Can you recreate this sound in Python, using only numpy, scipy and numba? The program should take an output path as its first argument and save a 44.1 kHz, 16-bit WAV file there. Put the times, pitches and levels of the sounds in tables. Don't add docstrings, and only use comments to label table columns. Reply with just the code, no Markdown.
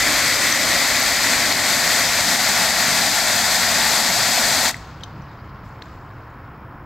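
import sys
import numpy as np
from scipy import signal
from scipy.fft import rfft, irfft, next_fast_len
from scipy.io import wavfile
from scipy.ndimage import uniform_filter1d
from numba import njit

SR = 44100
rng = np.random.default_rng(int(sys.argv[2]) if len(sys.argv) > 2 else 0)


def gain_from_decibels(decibels):
    exponent = np.asarray(decibels, float) / 20
    return 10 ** exponent


def to_wav(sig):
    pcm = np.clip(np.atleast_2d(sig), -1, 1) * 32767
    pcm = np.round(pcm).astype(np.int16)
    wavfile.write(sys.argv[1], SR, pcm.T)


N = 302085
LONG = next_fast_len(N)
HZ = np.arange(LONG // 2 + 1) * SR / LONG
TIME = np.arange(N) / SR
FULL_S, SHUT_S = 2.7, 4.7


def unit(x):
    return x / np.sqrt(np.mean(x ** 2))


def decay(t, t60_s):
    return np.exp(-np.log(1000) * t / t60_s)


def butter(x, order, hz, kind="low"):
    return signal.sosfilt(signal.butter(order, hz, kind, fs=SR, output="sos"), x)


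def lows(x, order, hz):
    return signal.sosfiltfilt(signal.butter(order, hz, fs=SR, output="sos"), x)


def walk(rate_hz):
    hold = int(SR / rate_hz)
    held = np.repeat(rng.standard_normal(N // hold + 1), hold)
    steps = uniform_filter1d(held, hold)[:N]
    return unit(steps - uniform_filter1d(steps, size=5 * hold))


def rising(start_db, shut_db, wander_db):
    return start_db + (shut_db - start_db) * np.clip(TIME / SHUT_S, 0, 1) + wander_db * walk(5)


def colour(spectrum):
    hz, level_db = np.transpose(spectrum)
    return gain_from_decibels(np.interp(np.log(HZ + 1), np.log(hz), level_db, left=-120, right=-120))


def drops(spectrum, rate, scatter_db, share, flicker_db, flicker_rate, later=None):
    octave, out = np.log2(HZ + 1), 0
    first_colour = colour(spectrum)
    last_colour = first_colour if later is None else colour(later)
    fill = 0 if later is None else np.clip(TIME / FULL_S, 0, 1)
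    lowest = np.log2(spectrum[1][0]) - 2 / 3
    highest = np.log2(spectrum[-2][0]) + 1 / 2
    for centre in np.arange(lowest, highest, 1 / 3):
        lands, size, sign = rng.random((3, N))
        sizes = gain_from_decibels(scatter_db * np.minimum(-np.log(size), 4))
        rain = unit((lands < rate / SR) * sizes * np.sign(sign - .5))
        push = share ** .5 * rain + (1 - share) ** .5 * rng.standard_normal(N)
        band = rfft(push, LONG) * np.cos(np.pi / 2 * np.clip((octave - centre) * 3, -1, 1))
        first = irfft(band * first_colour, LONG)[:N]
        last = first if later is None else irfft(band * last_colour, LONG)[:N]
        out = out + ((1 - fill) * first + fill * last) * gain_from_decibels(flicker_db * walk(flicker_rate))
    return out / np.sqrt(uniform_filter1d(out ** 2, size=SR // 3))


def spray():
    # hz, level_db (per Hz)
    hiss_colour = [(1530, -22.5), (2600, -7), (2890, -13), (3330, -3.5), (4600, 0.65), (5440, -4.5),
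                   (7080, -3.5), (8050, -4.5), (9350, -14.5), (13100, -12), (15100, -22.5), (15900, -24.5)]
    # hz, level_db (per Hz)
    splash_low, splash_full = [
        [(680, -33.5), (1150, -9), (1240, -8.5), (1380, -8), (1590, -5.5), (1950, 2), (2460, -5.5), (2840, -15), (3200, -11.5), (4160, -31), (7040, -120)],
        [(680, -34.5), (1150, -5), (1260, -13.5), (1390, -2.5), (1610, -2), (1900, 2), (2520, -6.5), (2880, -12), (3200, -13), (4160, -30), (7040, -120)],
    ]
    churn_low, churn_full = [
        [(240, -39), (400, -13), (466, -10), (554, 2), (715, -1.5), (980, -6), (1070, -1), (1240, -10.5), (1350, 0), (1760, -36.5), (2970, -120)],
        [(240, -40.5), (400, -12.5), (471, -13.5), (642, -0.5), (715, 2), (779, -2.5), (858, -0.5), (1210, -11), (1350, -5.5), (1760, -28.5), (2970, -120)],
    ]
    boom_low, boom_full = [
        [(82, -42.5), (140, -11), (151, -10.5), (167, -7), (199, -6.5), (253, 5.5), (460, -8), (600, -40.5), (1010, -120)],
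        [(82, -47), (140, -13), (178, 1.5), (242, 2.5), (335, -9), (460, -14), (600, -44.5), (1010, -120)],
    ]
    # time_s, flow_db
    valve = [
        (4.693, 0),
        (4.703, -7),
        (4.712, -7),
        (4.72, -20.5),
        (4.732, -25),
        (4.745, -66),
    ]
    hiss = drops(hiss_colour, rate=2500, scatter_db=2.0, share=0.33, flicker_db=0.1, flicker_rate=12)
    splash = drops(splash_low, rate=1600, scatter_db=3., share=0.46, flicker_db=0.54, flicker_rate=25,
                   later=splash_full)
    churn = drops(churn_low, rate=600, scatter_db=2.0, share=0.26, flicker_db=0.3, flicker_rate=11,
                  later=churn_full)
    boom = drops(boom_low, rate=200, scatter_db=2.5, share=.3, flicker_db=1.3, flicker_rate=6.6,
                 later=boom_full)
    body = hiss + splash * gain_from_decibels(rising(-0.36, -4.5, wander_db=.31))
    body = body + churn * gain_from_decibels(rising(-8, -6.5, wander_db=.5))
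    body = body + boom * gain_from_decibels(rising(-14, -17, wander_db=1.1))
    sputter_db = 0.39 * walk(14) + 0.363 * walk(40)
    flow_db = np.interp(TIME, *np.transpose(valve))
    return body * gain_from_decibels(rising(-20.5, -19, wander_db=.3) + sputter_db + flow_db)


def yard(x):
    t60_s, treble_t60_s, wash_db = 0.83, 0.315, -20
    t = np.arange(SR) / SR
    noise = rng.standard_normal(SR) * (t > .008)
    low = lows(noise, 1, 4000)
    wash = low * decay(t, t60_s) + (noise - low) * decay(t, treble_t60_s)
    return signal.fftconvolve(x, wash / np.linalg.norm(wash))[:N] * gain_from_decibels(wash_db)


def traffic():
    # hz, level_db (per Hz)
    rumble_colour = [(12, -35), (20, -17), (54, -6), (86, -4.5), (123, -2.5), (196, -13), (225, -12),
                     (245, -21), (278, -14.5), (400, -27.5), (520, -48), (880, -120)]
    roar_colour = [(150, -36.5), (250, -11), (281, -9.5), (407, -12.5), (525, -13), (611, -14.5),
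                   (670, -12), (1100, -8), (1180, -11.5), (1330, -10.5), (2300, -24), (4000, -46.5),
                   (5200, -77.5), (8800, -120)]
    # time_s, swell_db, width_s
    passing = [
        (.05, 3.5, 0.23),
        (1.7, 1, .5),
        (5.2, 2.5, 0.46),
    ]
    rumble = drops(rumble_colour, rate=100, scatter_db=0.5, share=0.11, flicker_db=1.6, flicker_rate=3)
    roar = drops(roar_colour, rate=1000, scatter_db=-0.5, share=0.13, flicker_db=0.3, flicker_rate=5.5)
    swell_db = sum(db * np.exp(-((TIME - s) / width) ** 2) for s, db, width in passing)
    return rumble * gain_from_decibels(-40 + swell_db + walk(8)) + roar * gain_from_decibels(-42)


def buzz():
    # pitch_hz, level_db
    tone_table = [(3130, -74), (5325, -79), (7170, -90), (9410, -90), (11590, -79), (11350, -88),
                  (13490, -77), (13740, -82), (15640, -73), (15420, -84)]
    cycle_hz = 67.994
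    phase = (TIME * cycle_hz + 0.044) % 1
    tones = sum(gain_from_decibels(db) * np.sin(2 * np.pi * hz * phase / cycle_hz) for hz, db in tone_table)
    gate = (phase < .46) + .7 * (abs(phase - .67) < .025) + .15
    edge = np.diff((phase > .67) * 1. - .6 * (phase > .45) - 0.24 * (phase > .24), prepend=0)
    spikes = butter(edge, 8, 10800, "high")
    hiss = butter(rng.standard_normal(N), 6, 13600, "high")
    return gain_from_decibels(4.5) * tones * gate + gain_from_decibels(-49) * spikes + gain_from_decibels(-82) * hiss


def ring(hz, t60_s):
    t = np.arange(SR // 20) / SR
    mode = np.sin(2 * np.pi * hz * t) * (1 - np.exp(-t / 0.0002)) * decay(t, t60_s)
    return mode / np.abs(mode).max()


def ticks():
    # time_s, peak_db, pitch_hz, t60_s, rattle_db (of the lever)
    tick_table = [(0.5242, -9.5, 6000, 0.022, -3), (.5240, -15, 4200, .02, -20),
                  (.5245, -16.5, 2000, .03, -22), (1.525, -7, 4500, 0.0026, -27),
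                  (4.103, -17, 2140, .015, -19), (4.7335, -33, 4500, .012, 0),
                  (4.7436, -17, 1980, 0.01, -9.5), (4.768, -34, 7800, .004, -9.5),
                  (4.768, -43, 12500, .003, -20), (5.0087, -38, 3240, 0.014, -2),
                  (5.0315, -43.5, 4000, .02, -20.5), (5.0353, -21, 3680, 0.005, 1.5),
                  (5.0369, -32, 4000, .012, -19.5), (5.0385, -37, 6050, .03, 2),
                  (5.22, -52, 5850, 0.035, 6), (5.8195, -52, 6500, .006, -5),
                  (5.8206, -32, 2700, .004, -10), (5.8216, -29, 3500, .005, -10),
                  (5.823, -30, 4180, 0.007, -9), (5.8223, -30, 1694, 0.011, -19),
                  (6.2034, -48, 2620, .006, -15)]
    # pitch_hz, level_db, t60_s
    lever_modes = [(2300, -6.5, .008), (3150, 1, 0.022), (3900, 2.5, 0.007), (4800, -4, 0.015),
                   (5400, 5, 0.0079), (5980, -4, 0.03), (7300, -0.5, .005), (8100, -8, .007),
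                   (9400, -14, 0.015), (11440, -19.5, .004), (13500, -17, .007)]
    lever = sum(gain_from_decibels(db) * ring(hz, t60_s) for hz, db, t60_s in lever_modes)
    fade = np.exp(-np.arange(len(lever)) / (0.0029 * SR))
    out = np.zeros(N)
    for s, peak_db, hz, t60_s, rattle_db in tick_table:
        scrape = rng.standard_normal(len(lever)) * fade
        rattle = unit(signal.fftconvolve(scrape, lever)[:len(lever)]) + gain_from_decibels(-16) * unit(scrape)
        tick = ring(hz, t60_s) + gain_from_decibels(rattle_db - 6.5) * rattle / np.abs(rattle).max()
        start = int(s * SR)
        out[start:start + len(tick)] += gain_from_decibels(peak_db) * tick
    return out


def foam():
    # hz, level_db (per Hz)
    fizz_colour = [(1500, -39.5), (2200, -1), (2900, -1.5), (3400, -4), (4400, -3), (5200, -3.5),
                   (5800, -12), (7300, -14), (8200, -22), (8900, -40), (10500, -29), (13000, -25),
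                   (15500, -40.5)]
    # time_s, low_db, treble_db, fade_db_s (dB per s)
    rustles = [
        (4.74, -54.5, -62, 45),
        (5.635, -66, -66, 70),
        (5.825, -58.5, -66, 70),
        (5.87, -65, -74, 15),
    ]
    since = np.maximum(TIME - SHUT_S, 0)
    low_power = gain_from_decibels(-55 - 7 * since) ** 2
    treble_db = -22 + 10 * np.exp(-since / .4)
    treble_power = low_power * gain_from_decibels(treble_db) ** 2
    for s, low_db, top_db, fade_db_s in rustles:
        after = np.maximum(TIME - s, 0)
        attack = np.clip(after / .012, 0, 1)
        shape = (attack * gain_from_decibels(-fade_db_s * after)) ** 2
        low_power = low_power + gain_from_decibels(low_db) ** 2 * shape
        treble_power = treble_power + gain_from_decibels(top_db) ** 2 * shape
    fizz = drops(fizz_colour, rate=900, scatter_db=8.0, share=0.28, flicker_db=1.3, flicker_rate=31)
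    low = lows(fizz, 4, 6600)
    both = unit(low) * low_power ** .5 + unit(fizz - low) * treble_power ** .5
    return both * np.clip((TIME - 4.72) / .02, 0, 1)


def scene():
    near = spray() + ticks()
    road = traffic()
    wide = butter(np.roll(road, 3001), 2, [950, 2400], "band")
    return near + yard(near) + foam() + road + gain_from_decibels(-26.0) * wide * np.array([[1], [-1]])


@njit
def limit(x, top, release):
    gain, envelope = np.empty(len(x)), top
    for i in range(len(x)):
        envelope = max(abs(x[i]), top + (envelope - top) * release)
        gain[i] = top / envelope
    return gain


def roll_off(x):
    return signal.sosfilt(signal.butter(12, 15880, fs=SR, output="sos"), x)


def record(dry):
    # hz, lean_db (left minus right), apart_db (unrelated share relative to mid)
    ports = [(600, 0, -44), (1840, 0, -33.5), (2530, 1.3, -28), (3200, 3, -20), (4300, 6.5, -20.5),
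             (5400, 9.5, -15.5), (6700, 6.5, -18), (7500, 5.5, -23), (8200, -1, -41), (9000, -2.5, -39.5),
             (9800, 0.5, -16), (10650, -5.24, -18), (11700, -0.5, -23), (13740, 0, -25.5), (15530, 3, -28)]
    mid = dry.mean(axis=0)
    hz, lean_db, apart_db = np.transpose(ports)
    lean = np.tanh(np.interp(HZ, hz, lean_db) * np.log(10) / 40)
    scatter = rng.standard_normal(4000) * np.exp(-np.arange(4000) / 900)
    apart = gain_from_decibels(np.interp(HZ, hz, apart_db, left=-70)) * rfft(scatter / np.linalg.norm(scatter), LONG)
    side = irfft(rfft(mid, LONG) * (lean + apart), LONG)[:N] + (dry[0] - dry[1]) / 2
    gain = limit(mid + side, 0.6, np.exp(-1 / (0.038 * SR)))
    gain = uniform_filter1d(gain, size=45, origin=22)
    mix = np.array([mid + side, mid - side]) * gain + buzz() * np.array([[1.04], [.96]])
    mix = signal.sosfiltfilt(signal.ellip(8, .1, 50, 15790, fs=SR, output="sos"), mix)
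    return roll_off(mix)


dry = scene()
out = record(dry)
to_wav(out)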